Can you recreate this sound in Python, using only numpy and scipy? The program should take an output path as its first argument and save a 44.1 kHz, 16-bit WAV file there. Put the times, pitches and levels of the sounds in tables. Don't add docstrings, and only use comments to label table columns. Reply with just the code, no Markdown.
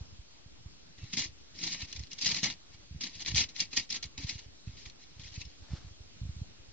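import sys
import numpy as np
from scipy import signal
from scipy.fft import rfft, irfft
from scipy.io import wavfile
from scipy.ndimage import uniform_filter1d

SR = 44100
rng = np.random.default_rng(int(sys.argv[2]) if len(sys.argv) > 2 else 0)


def materialize(psi):
    bounded = np.clip(np.atleast_2d(psi).T, -1, 1)
    quanta = np.round(bounded * 32767).astype(np.int16)
    wavfile.write(sys.argv[1], SR, quanta)


def gain_from_db(level_db):
    decades = np.asarray(level_db, float) / 20
    return 10 ** decades


N = 296352

# (frequency [Hz], level [dB per Hz])
HISS_COLOUR = [(12, -8.5), (20, -8), (27, -2), (202, -21), (240, -11), (340, -14.5), (447, -18), (853, -23),
               (919, -24), (2000, -23.5), (4190, -18.5), (6000, -21), (7600, -26), (9880, -77),
               (16700, -120)]
HISS_DB = -57.5
# (frequency [Hz], likeness [-1 to 1])
HISS_LIKENESS = [(60, .8), (160, 0.48), (430, 0.35), (1140, 0.17), (2500, 0.13), (4500, 0.59), (8130, 0.89)]
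# (frequency [Hz], lead [rad])
HISS_LEFT_LEAD = [(130, 1.64), (220, 4.88), (420, 2.75), (1000, 3.1)]
# (time [s], low rumble [dB], hiss swell [dB])
UNREST_CURVE = [
    (0.0, -52, 2),
    (0.241, -58, 0.5),
    (2.02, -57.5, 1.5),
    (5.3, -56.5, 0.5),
    (6.4, -54, 2.5),
    (6.5, -53, 1.5),
    (6.72, -54, 1),
]

# (time [s], peak [dB], swing [Hz])
SINGLE_KNOCKS = [(0.129, -46, 89), (0.196, -43, 68.4), (0.463, -46.5, 107), (1.043, -39, 115),
                 (1.21, -42.5, 119), (1.26, -45, 96), (1.832, -38, 95), (2.008, -37, 90),
                 (2.035, -45.5, 95), (2.264, -54, 190), (2.328, -42, 132), (2.432, -36, 202),
                 (2.451, -45, 219), (2.949, -41, 146), (3.324, -34.5, 99.5), (3.343, -31, 144),
                 (4.329, -47, 96), (4.358, -38.5, 105), (4.465, -46.5, 89.5), (4.676, -34, 112),
                 (4.869, -45, 72), (5.197, -42.5, 116), (5.257, -46, 83.5), (5.38, -35, 104),
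                 (5.625, -46, 84), (5.869, -43, 84), (6.009, -42.5, 83), (6.218, -33, 105),
                 (6.235, -34.5, 104), (6.419, -31, 112)]
# (time [s], peak [dB], swing [Hz], second contact relative [dB])
DOUBLE_KNOCKS = [(0.014, -36, 90, -21), (0.663, -39, 93, -21), (1.021, -47, 111, 9),
                 (1.979, -44.5, 89, 5.5), (2.913, -40.5, 107, -4.5), (2.962, -38, 111, -15),
                 (3.291, -45, 121, 5), (3.351, -35, 99, 0), (3.386, -37, 99, -23), (3.413, -39, 118, -12),
                 (4.053, -44, 115, -1), (4.189, -41.5, 90, -14), (4.235, -48, 145, 17),
                 (4.695, -39.5, 99, -23), (5.455, -45.5, 82.5, -3), (5.707, -44.5, 113, 8),
                 (5.736, -28.5, 123, -19), (5.849, -43.5, 100, -14), (6.255, -36, 106, -3.5),
                 (6.295, -32, 101, -16), (6.367, -37.5, 100, -12), (6.393, -45, 95, -20)]
BOUNCE_S, BOUNCE_SAG = 0.01285, 0.8
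# (time [s], peak [dB])
SOFT_NUDGES = [(0.986, -54), (1.293, -48.5), (1.956, -46.5), (2.748, -51), (3.451, -48), (4.488, -52),
               (4.738, -50), (4.769, -51.5), (5.169, -49), (5.32, -50), (5.414, -48), (5.784, -51),
               (5.914, -46.5), (6.064, -55), (5.232, -50), (5.288, -53), (5.472, -46.5), (6.6, -53),
               (6.69, -54), (2.8, -56), (3.159, -51)]
NUDGE_HZ = 95

# (time [s], level [dB], relative plate flex [dB])
SLIDING_STIRS = [
    [(0.93, -81, 17.5), (1.18, -40, 10.5), (1.3, -73, -33)],
    [(1.54, -49.5, 16), (1.7, -43, 7), (1.796, -44, 2.5), (1.86, -60, 11)],
    [(1.87, -45, -14), (2.016, -55, 13.5), (2.08, -57, 3)],
    [(2.1, -59.5, 8), (2.366, -34, 4), (2.555, -71, 9.5)],
    [(3.0, -47, 8), (3.224, -54, 6), (3.24, -61, -9)],
    [(3.25, -35, 5), (3.47, -62, 0)],
    [(3.545, -42.5, 6), (3.67, -67, 2)],
    [(3.705, -48, -30), (3.791, -35.5, 8.5), (3.855, -53, -3)],
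    [(3.89, -40, 12), (4.008, -66, -10), (4.08, -81, -18)],
    [(4.176, -45, 13), (4.46, -58, -11)],
    [(4.65, -59.5, 18.5), (4.886, -53, 1.5), (4.93, -76, 0)],
    [(5.0, -67, 0), (5.382, -53.5, -1), (5.6, -64, 16)],
]
# (peak time [s], level [dB], spread [ms], pitch [Hz])
TUMBLE_BURSTS = [(0.988, -53, 9, 3800), (1.039, -52.5, 28, 3780), (1.136, -31, 4.5, 4630),
                 (1.196, -30, 9.1, 4800), (1.246, -38, 7.5, 5150), (1.639, -31, 5.9, 4600),
                 (1.673, -33.5, 10, 4530), (1.748, -34.5, 4.5, 3960), (2.118, -45, 6.5, 5450),
                 (2.133, -40.5, 2.2, 5200), (2.189, -38, 3.4, 4960), (2.217, -36, 4.9, 5030),
                 (2.226, -33, 11, 4720), (2.249, -29.5, 3.1, 4970), (2.347, -24.5, 0.96, 4300),
                 (2.461, -28.5, 11, 4030), (3.154, -47, 12, 5220), (3.35, -31.5, 2, 4500),
                 (3.379, -23, 11.6, 4800), (3.408, -26.5, 7.6, 4940), (3.44, -30.5, 2, 4150),
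                 (3.564, -40, 4.2, 4400), (3.606, -25.5, 4.1, 5060), (3.625, -36, 7, 4800),
                 (3.774, -21.5, 4.3, 4760), (3.908, -33.5, 2.5, 5580), (3.927, -30.5, 3.2, 4670),
                 (3.948, -34, 7.3, 4600), (4.296, -33, 5.8, 5050), (4.86, -43, 5.6, 3770)]
# (peak time [s], level [dB], die-away [ms], pitch [Hz])
SPILL_BURSTS = [(1.172, -28.5, 12, 4900), (1.234, -40, 9.2, 4460), (5.216, -52, 10, 4130),
                (1.588, -48, 31, 5400), (1.614, -44, 45, 5450), (1.929, -33.5, 1.7, 4600),
                (1.952, -48, 2.9, 4530), (1.995, -43, 3.2, 4970), (2.262, -24, 7.6, 4750),
                (2.433, -26.5, 6, 4160), (2.502, -33, 7.2, 4000), (3.01, -36, 17, 4600),
                (3.038, -31, 3.7, 4300), (3.25, -41, 1.2, 3960), (3.262, -40.5, 11, 4430),
                (3.359, -26.5, 8.5, 4600), (3.489, -44.5, 7.6, 4270), (3.654, -49, 2.3, 4800),
                (3.732, -34, 4.3, 4180), (3.894, -52, 5, 5100), (4.029, -36, 3.9, 5550),
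                (4.179, -37.5, 6.6, 4330), (4.27, -44, 50, 4240), (4.77, -52, 49, 4600),
                (4.67, -62, 30, 3600), (4.9, -47.5, 1.7, 4400), (5.197, -48.5, 16, 3940),
                (5.24, -51, 27, 4540), (5.453, -49, 2.6, 5000)]
# (jam time [s], level [dB], build-up [ms], pitch [Hz])
SHOVE_BURSTS = [(1.224, -35, 8.2, 4760), (1.735, -36, 23, 5450), (1.808, -39, 11, 3820),
                (1.821, -35, 4.2, 4120), (1.852, -46.5, 49, 4420), (1.965, -39.5, 2.9, 4940),
                (2.034, -51, 6.5, 4780), (2.293, -33.5, 17, 4950), (2.32, -27.5, 15, 4260),
                (2.37, -31.5, 10, 4140), (2.388, -37, 6.8, 4680), (2.445, -26, 7.9, 4370),
                (2.748, -52.5, 18, 3930), (3.073, -38, 21, 3950), (3.208, -40.5, 8.4, 4450),
                (3.224, -39, 14, 4830), (3.285, -29.5, 7.4, 4400), (3.317, -38, 11, 4150),
                (3.593, -39.5, 13, 4600), (3.8, -34, 6.7, 4600), (3.965, -34, 6.7, 4460),
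                (4.04, -39.5, 4.2, 4430), (4.057, -47, 8.1, 4600), (4.244, -42, 28, 4070),
                (4.361, -49.5, 52, 4800), (4.394, -43.5, 7.2, 4500), (5.037, -56.5, 46, 4430),
                (5.279, -49, 28, 4240), (5.364, -46, 31, 4530), (5.417, -41.5, 14, 4300)]
STRIKE_MS, JAM_MS, SWELL = 1.1, 3.7, 0.87

# (frequency [Hz], level [dB per Hz])
CLATTER_COLOUR = [(88, -38), (150, -4.5), (304, -3.5), (474, -21), (680, -15), (960, -11.5), (1450, -26),
                  (1680, -24), (1900, -5), (2150, -3), (2930, -7), (4140, -1.5), (5300, -1), (6200, -4.5),
                  (7120, -10.5), (7600, -30), (9880, -50), (16700, -120)]
# (frequency [Hz], level [dB], t60 [s])
BRICK_TONES = [(2195, 9.5, 0.016), (2860, 2, 0.091), (4430, -4, 0.05), (4600, -9, .025),
               (5800, -6.5, 0.041), (5700, -12.5, 0.06)]
# (frequency [Hz], t60 [s])
PLATE_T60 = [(200, 0.16), (1000, 0.1), (2200, 0.054), (5000, 0.033), (8000, 0.0055)]
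# (frequency [Hz], likeness [-1 to 1])
TICK_LIKENESS = [(200, 1), (350, 0.77), (520, -0.64), (1000, 1), (2300, 0.91), (3500, 0.32), (7000, -0.75)]
TICKS_PER_S, TICK_SPREAD_DB, MODES_DB, HEAP_DB = 4000, 2, -12.5, -1.5
CRACK_DB, CRACK_T60 = 6, 0.0098

# (time [s], level [dB], pitch [Hz])
EARLY_SNAPS = [(0.9838, -52, 3810), (1.1046, -51, 4090), (1.137, -35.5, 4970), (1.2631, -41, 4480),
               (1.59, -39, 5420), (1.6512, -37, 5200), (1.677, -28, 4070), (1.685, -34, 4320),
               (1.7207, -39, 4370), (1.726, -41, 4200), (1.7474, -32, 3010), (1.8074, -41, 3900),
               (1.822, -36, 4220), (1.855, -44.5, 4360), (1.917, -42, 4250), (1.9285, -43, 4630),
               (1.9519, -47, 4510), (1.963, -37.5, 4460), (1.9673, -38, 4800), (1.9935, -48, 5140),
               (1.996, -48, 4480), (2.013, -46.5, 4330), (2.0364, -38.5, 4250), (2.0713, -46, 4660),
               (2.1174, -39, 5420), (2.133, -48, 4500), (2.191, -41, 4800), (2.2142, -35, 4300),
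               (2.2255, -29, 4780), (2.2348, -32, 4870), (2.259, -20, 4590), (2.2663, -21, 5060),
               (2.2781, -21, 5110), (2.292, -27, 5350), (2.3006, -27, 4500), (2.315, -25.5, 4200),
               (2.3222, -41, 3450), (2.347, -28, 4580), (2.3604, -30, 4180), (2.3735, -28, 4520),
               (2.3887, -29, 4670), (2.3945, -33.5, 4500), (2.405, -38.0, 5110), (2.4438, -21.5, 4970),
               (2.5003, -30, 4300), (2.5117, -46, 3880), (2.5251, -36, 4430), (2.539, -41, 4670),
               (2.544, -51, 3450), (3.04, -55, 3660), (3.042, -31, 4530), (3.055, -38, 3020),
               (3.0958, -42, 4490), (3.154, -47, 4410), (3.1962, -38.5, 4220), (3.2259, -38, 3550)]
# (time [s], level [dB], pitch [Hz])
LATE_SNAPS = [(3.2493, -39, 3280), (3.2616, -27, 4060), (3.3468, -26.5, 3410), (3.35, -27, 4200),
              (3.357, -28, 3800), (3.3713, -30, 3880), (3.3793, -25, 4940), (3.394, -25, 2790),
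              (3.4106, -23, 4600), (3.4393, -30, 3650), (3.4437, -30.5, 3140), (3.491, -45.5, 4070),
              (3.564, -32, 4340), (3.596, -29, 4200), (3.6034, -19, 4600), (3.656, -42, 4350),
              (3.732, -35, 4320), (3.765, -25.5, 4430), (3.773, -26, 4630), (3.776, -30, 4170),
              (3.7983, -31.5, 4440), (3.8941, -41, 5010), (3.9036, -27, 5270), (3.9076, -32, 5480),
              (3.9122, -35.5, 3690), (3.9189, -34, 4130), (3.926, -30.5, 4400), (3.9626, -40, 4680),
              (4.0308, -32.5, 4270), (4.041, -30.5, 4220), (4.0733, -52, 3960), (4.18, -44, 5190),
              (4.239, -47, 4740), (4.245, -42, 3900), (4.2695, -44, 4010), (4.2717, -44, 3920),
              (4.295, -28.5, 4100), (4.3808, -44, 4230), (4.3924, -40, 4580), (4.6824, -51, 2610),
              (4.8554, -51, 4200), (4.861, -45, 2630), (4.8991, -44, 4180), (5.023, -58.5, 3210),
              (5.039, -49, 4270), (5.197, -45, 3320), (5.214, -50, 3260), (5.236, -45, 3200),
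              (5.2883, -43, 3760), (5.3066, -51, 4010), (5.342, -42, 4160), (5.363, -44, 4020),
              (5.3924, -55, 4640), (5.4185, -35.5, 2420), (5.502, -47.5, 4510)]
SNAP_RISE_MS, SNAP_FALL_MS, SNAP_LAG_US = 0.52, 0.83, 51
SNAP_DB, SNAP_EDGE = 2, 0.48

# (start [s], length [s], level [dB], pitch [Hz])
BRICK_SQUEAKS = [
    (0.995, .055, -59, 2680),
    (1.056, .028, -57, 4100),
    (3.96, .05, -66, 1590),
    (3.968, .085, -68, 1350),
    (4.668, .02, -63, 2600),
    (5.449, .018, -52, 5300),
]
# (time [s], peak [dB], pitch [Hz])
BRICK_PINGS = [(1.156, -54, 6000), (1.191, -38, 5500), (1.193, -33, 7040), (1.2, -29, 4200),
               (1.216, -38, 6900), (1.235, -43, 2105), (1.581, -42, 5430), (1.605, -38, 5470),
               (2.038, -48, 4920), (2.113, -43, 5660), (2.209, -44, 2630), (2.262, -27, 5100),
               (2.29, -31, 5600), (2.44, -27.5, 2195), (2.473, -28.5, 2080), (3.384, -24, 4270),
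               (3.415, -35, 2130), (3.833, -44, 3840), (3.9, -32, 5330), (3.935, -48, 2320),
               (4.028, -53.5, 717), (4.031, -38, 6130), (4.039, -50, 2260), (4.056, -47, 7030),
               (4.072, -54, 4080), (4.181, -52, 904), (4.21, -44, 2290), (4.296, -34, 5500),
               (4.312, -43, 2160), (4.344, -51, 4000), (4.575, -57, 5200), (4.86, -48, 6400),
               (4.898, -50, 4400), (5.035, -51, 5420), (5.036, -54.5, 2250), (5.414, -38, 2630)]
# (time [s], peak [dB], pitch [Hz])
PLATE_THUDS = [
    (1.255, -50.5, 330),
    (1.626, -44.5, 300),
    (1.665, -46, 310),
    (3.775, -42, 280),
    (4.2, -42, 278),
    (5.745, -48.5, 340),
]
# (time [s], level [dB])
FOOT_SCUFF = [
    (5.621, -70),
    (5.68, -68),
    (5.715, -61),
    (5.75, -60),
    (5.771, -56.5),
    (5.795, -67.5),
    (5.89, -70.5),
    (5.9, -82),
]


def evened(x):
    return x / np.sqrt(np.mean(x ** 2) + 1e-20)


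def read(points, hz):
    f, value = np.transpose(points)
    return np.interp(np.log(hz + 1), np.log(f + 1), value)


def filtered(x, order, hz, kind="low"):
    return signal.sosfilt(signal.butter(order, hz, kind, fs=SR, output="sos"), x)


def pair(frames, hz, alike):
    a, b, c, d = rng.standard_normal((frames, len(hz), 4)).T
    same = np.clip(read(alike, hz), -1, 1)[:, None]
    left = a + 1j * b
    right = same * left + np.sqrt(1 - same ** 2) * (c + 1j * d)
    return np.array([left, right])


def resonate(x, hz, width):
    turn = np.exp(2j * np.pi * np.cumsum(hz) / SR)
    r = np.exp(-np.pi * width / SR)
    return 2 * (turn * signal.lfilter([1 - r], [1, -r], x / turn)).real


def background():
    frames, hz = N // 256 + 5, np.fft.rfftfreq(1024, 1 / SR)
    s, rumble_db, swell_db = np.transpose(UNREST_CURVE)
    t = np.arange(frames) * 256 / SR
    patches = uniform_filter1d(rng.standard_normal((frames, 513)), 10, 0)
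    patches_db = 1.4 * evened(uniform_filter1d(patches, 14, 1)).T
    level_db = read(HISS_COLOUR, hz)[:, None] + patches_db + np.interp(t, s, swell_db)
    z = pair(frames, hz, HISS_LIKENESS) * gain_from_db(level_db)
    port = np.array([0, 1])[:, None, None]
    z = z * np.exp(-1j * read(HISS_LEFT_LEAD, hz)[:, None] * port)
    hiss = gain_from_db(HISS_DB) * evened(signal.istft(z, nperseg=1024, noverlap=768)[1][:, :N])

    lumps = gain_from_db(3.66 * evened(uniform_filter1d(rng.standard_normal(N), 1500)))
    shake = rng.standard_normal((2, N)) * lumps
    quarter = irfft(-1j * rfft(shake[0]), N)
    rumble = filtered([shake[0], quarter + 0.6 * shake[1]], 2, [35, 150], "band")
    return hiss + evened(rumble) * gain_from_db(np.interp(np.arange(N) / SR, s, rumble_db) - 6.5)


def contacts():
    nudges = [(s, db, NUDGE_HZ) for s, db in SOFT_NUDGES]
    first = [(s, db, hz) for s, db, hz, _ in DOUBLE_KNOCKS]
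    second = [(s + BOUNCE_S, db + more, hz * BOUNCE_SAG) for s, db, hz, more in DOUBLE_KNOCKS]
    return list(SINGLE_KNOCKS) + nudges + first + second


def knocks():
    out = np.zeros(N + 4000)
    for s, db, hz in contacts():
        u = np.arange(-1000, 2000) / SR * hz
        shape = np.where(u < 0, np.exp(-(u / 0.32) ** 2), np.exp(-abs(u / 0.96) ** 1.76))
        at = round(s * SR)
        swing = np.cos(2 * np.pi * u * (1 - 0.19 * u))
        out[at:at + 3000] -= gain_from_db(db + 3.0) * shape * swing
    out = out[1000:N + 1000]
    lows = filtered(out, 1, 45)
    return out * gain_from_db([[-.7], [.7]]) + lows * np.array([[-.3], [.3]])


def bursts():
    tumbles = [(s, db, SWELL * ms, ms, hz) for s, db, ms, hz in TUMBLE_BURSTS]
    spills = [(s, db, STRIKE_MS, ms, hz) for s, db, ms, hz in SPILL_BURSTS]
    shoves = [(s, db, ms, JAM_MS, hz) for s, db, ms, hz in SHOVE_BURSTS]
    return tumbles + spills + shoves


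def hand():
    t = np.arange(N) / SR
    power, flex_db = np.full(N, 1e-12), np.zeros(N)
    for rows in SLIDING_STIRS:
        s, db, flex = np.transpose(rows)
        inside = (t > s[0]) & (t < s[-1])
        fade_in = np.clip((t - s[0]) / 0.017, 0, 1)
        power += inside * fade_in * gain_from_db(np.interp(t, s, db) - 1.0) ** 2
        flex_db += inside * np.interp(t, s, flex)
    pitch = power * 4500
    ms = np.arange(-2000, 3000) / SR * 1000
    for s, db, rise, fall, hz in bursts():
        at = round((s - .0015) * SR) - 2000
        shape = np.where(ms < 0, (abs(ms) / (0.65 * rise)) ** 1.12, (abs(ms) / fall) ** 0.94)
        burst = gain_from_db(db + 3.0) ** 2 * np.exp(-shape)
        power[at:at + 5000] += burst
        pitch[at:at + 5000] += burst * hz
    return np.sqrt(power), pitch / power, flex_db


def plate_ring():
    hz, t = np.fft.rfftfreq(512, 1 / SR), np.arange(3072) / SR
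    z = pair(28, hz, TICK_LIKENESS) * gain_from_db(read(CLATTER_COLOUR, hz))[:, None]
    clatter = rfft(signal.istft(z, nperseg=512, noverlap=384)[1][:, :len(t)])
    centres, bins = np.geomspace(100, 9000, 9), np.fft.rfftfreq(len(t), 1 / SR)
    crack = gain_from_db(CRACK_DB - 60 * t / CRACK_T60)
    ring = 0
    for k, centre in enumerate(centres):
        share = np.interp(np.log(bins + 1), np.log(centres), np.arange(len(centres)) == k)
        t60 = max(read(PLATE_T60, centre), .004)
        ring = ring + irfft(clatter * share, len(t)) * (gain_from_db(-60 * t / t60) + crack) / np.sqrt(t60)
    tones = 0
    for f, db, t60 in BRICK_TONES:
        decay = gain_from_db(db + rng.normal(0, 6.0) - 60 * t / t60)
        cycles = f * rng.normal(1, 0.055) * t + rng.random((2, 1)) * 0.75
        tones = tones + decay * np.sin(2 * np.pi * cycles)
    ring = ring / np.linalg.norm(ring) + gain_from_db(MODES_DB) * tones / np.linalg.norm(tones)
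    ring = ring * np.minimum(t / 0.00034, 1)
    return ring * np.sqrt(2) / np.linalg.norm(ring)


def bricks():
    force, pitch_hz, flex_db = hand()
    size = gain_from_db(TICK_SPREAD_DB * np.minimum(rng.exponential(1, N), 4))
    size *= rng.random(N) < TICKS_PER_S / SR
    size *= rng.choice([-1, 1], N)
    size /= np.sqrt(uniform_filter1d(size ** 2, 250) + 0.024)
    place = np.repeat(rng.integers(0, 14, N // 700 + 1), 700)[:N]
    spot = (place + rng.integers(0, 3, N)) % 14
    out = np.zeros((2, N))
    for k in range(14):
        ticks = size * force * (spot == k)
        out += signal.oaconvolve(ticks[None], plate_ring())[:, :N]
    low = filtered(out, 4, 440)
    dull = filtered(out, 2, 3400)
    tilt = np.clip((pitch_hz - 4500) / 1600, -.9, .9)
    flexing = low * gain_from_db(flex_db + np.array([[-1.4], [1.4]]))
    body = (out - dull) * (1 + .5 * tilt) + (dull - low) * (1 - tilt) + flexing
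    rim = resonate(out, np.full(N, 2200.), 260)
    body = body - 0.35 * resonate(body, np.full(N, 1560.), 420)
    return 0.77 * body + 0.32 * resonate(out, pitch_hz, 1500) + 0.068 * rim


def snaps():
    out, rows = np.zeros((2, N)), list(EARLY_SNAPS) + list(LATE_SNAPS)
    ms = np.arange(-100, 300) / SR * 1000
    grit = filtered(rng.standard_normal((len(rows), 2, 400)), 2, [1900, 7000], "band")
    late = ms - np.array([[0], [SNAP_LAG_US / 1000]])
    shape = np.exp(-np.where(late < 0, (late / SNAP_RISE_MS) ** 2, abs(late / SNAP_FALL_MS)))
    for (s, db, hz), edge in zip(rows, grit):
        rough = edge[:1] + 0.84 * edge
        tone = np.cos(2 * np.pi * hz * late / 1000) + SNAP_EDGE * rough
        out[:, round(s * SR) - 100:][:, :400] += gain_from_db(db + SNAP_DB) * shape * tone
    return filtered(out, 5, [1950, 6900], "band")


def squeaks():
    out = np.zeros(N)
    for s, length, db, hz in BRICK_SQUEAKS:
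        t = np.arange(0, length, 1 / SR)
        waver = 1 + .006 * np.sin(2 * np.pi * (45 * t + rng.random()))
        swell = np.sin(np.pi * t / length) ** 0.51
        tone = np.sin(2 * np.pi * np.cumsum(hz * waver) / SR)
        out[round(s * SR):][:len(t)] += gain_from_db(db) * swell * tone
    return out


def pings():
    out, t = np.zeros((2, N)), np.arange(6000) / SR
    rows = list(BRICK_PINGS) + list(PLATE_THUDS)
    for s, db, hz in rows:
        step = rng.uniform(0, 1.0) * hz / 5000
        tone = np.sin(2 * np.pi * hz * t + np.array([[0], [step]])) * np.minimum(t / 0.0019, 1)
        t60 = 0.045 * (4000 / hz) ** 0.22
        out[:, round(s * SR):][:, :len(t)] += gain_from_db(db - 0.5 - 60 * t / t60) * tone
    return out


def scuff():
    s, db = np.transpose(FOOT_SCUFF)
    lumps = gain_from_db(1.6 * evened(uniform_filter1d(rng.standard_normal(N), 150)))
    grain = rng.standard_normal((2, N)) * lumps
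    grain = grain[:1] + 0.54 * grain
    rub = filtered(grain, 2, [450, 1800], "band")
    rasp = filtered(grain, 3, [2200, 5600], "band")
    return (evened(rub) + 1.43 * evened(rasp)) * gain_from_db(np.interp(np.arange(N) / SR, s, db, -120, -120))


def scene():
    heap = gain_from_db(HEAP_DB) * bricks() + snaps() + pings() + squeaks()
    return background() + knocks() + heap * gain_from_db([[1.0], [-1.0]]) + scuff()


def top_cut(x):
    return signal.sosfilt(signal.butter(12, 8730, fs=SR, output="sos"), x)


def record(dry):
    edge = signal.firwin(121, 7950, window=("kaiser", 6.0), fs=SR)
    mix = signal.oaconvolve(dry, edge[None], "same") - .0011
    return top_cut(mix)


dry = scene()
out = record(dry)
materialize(out)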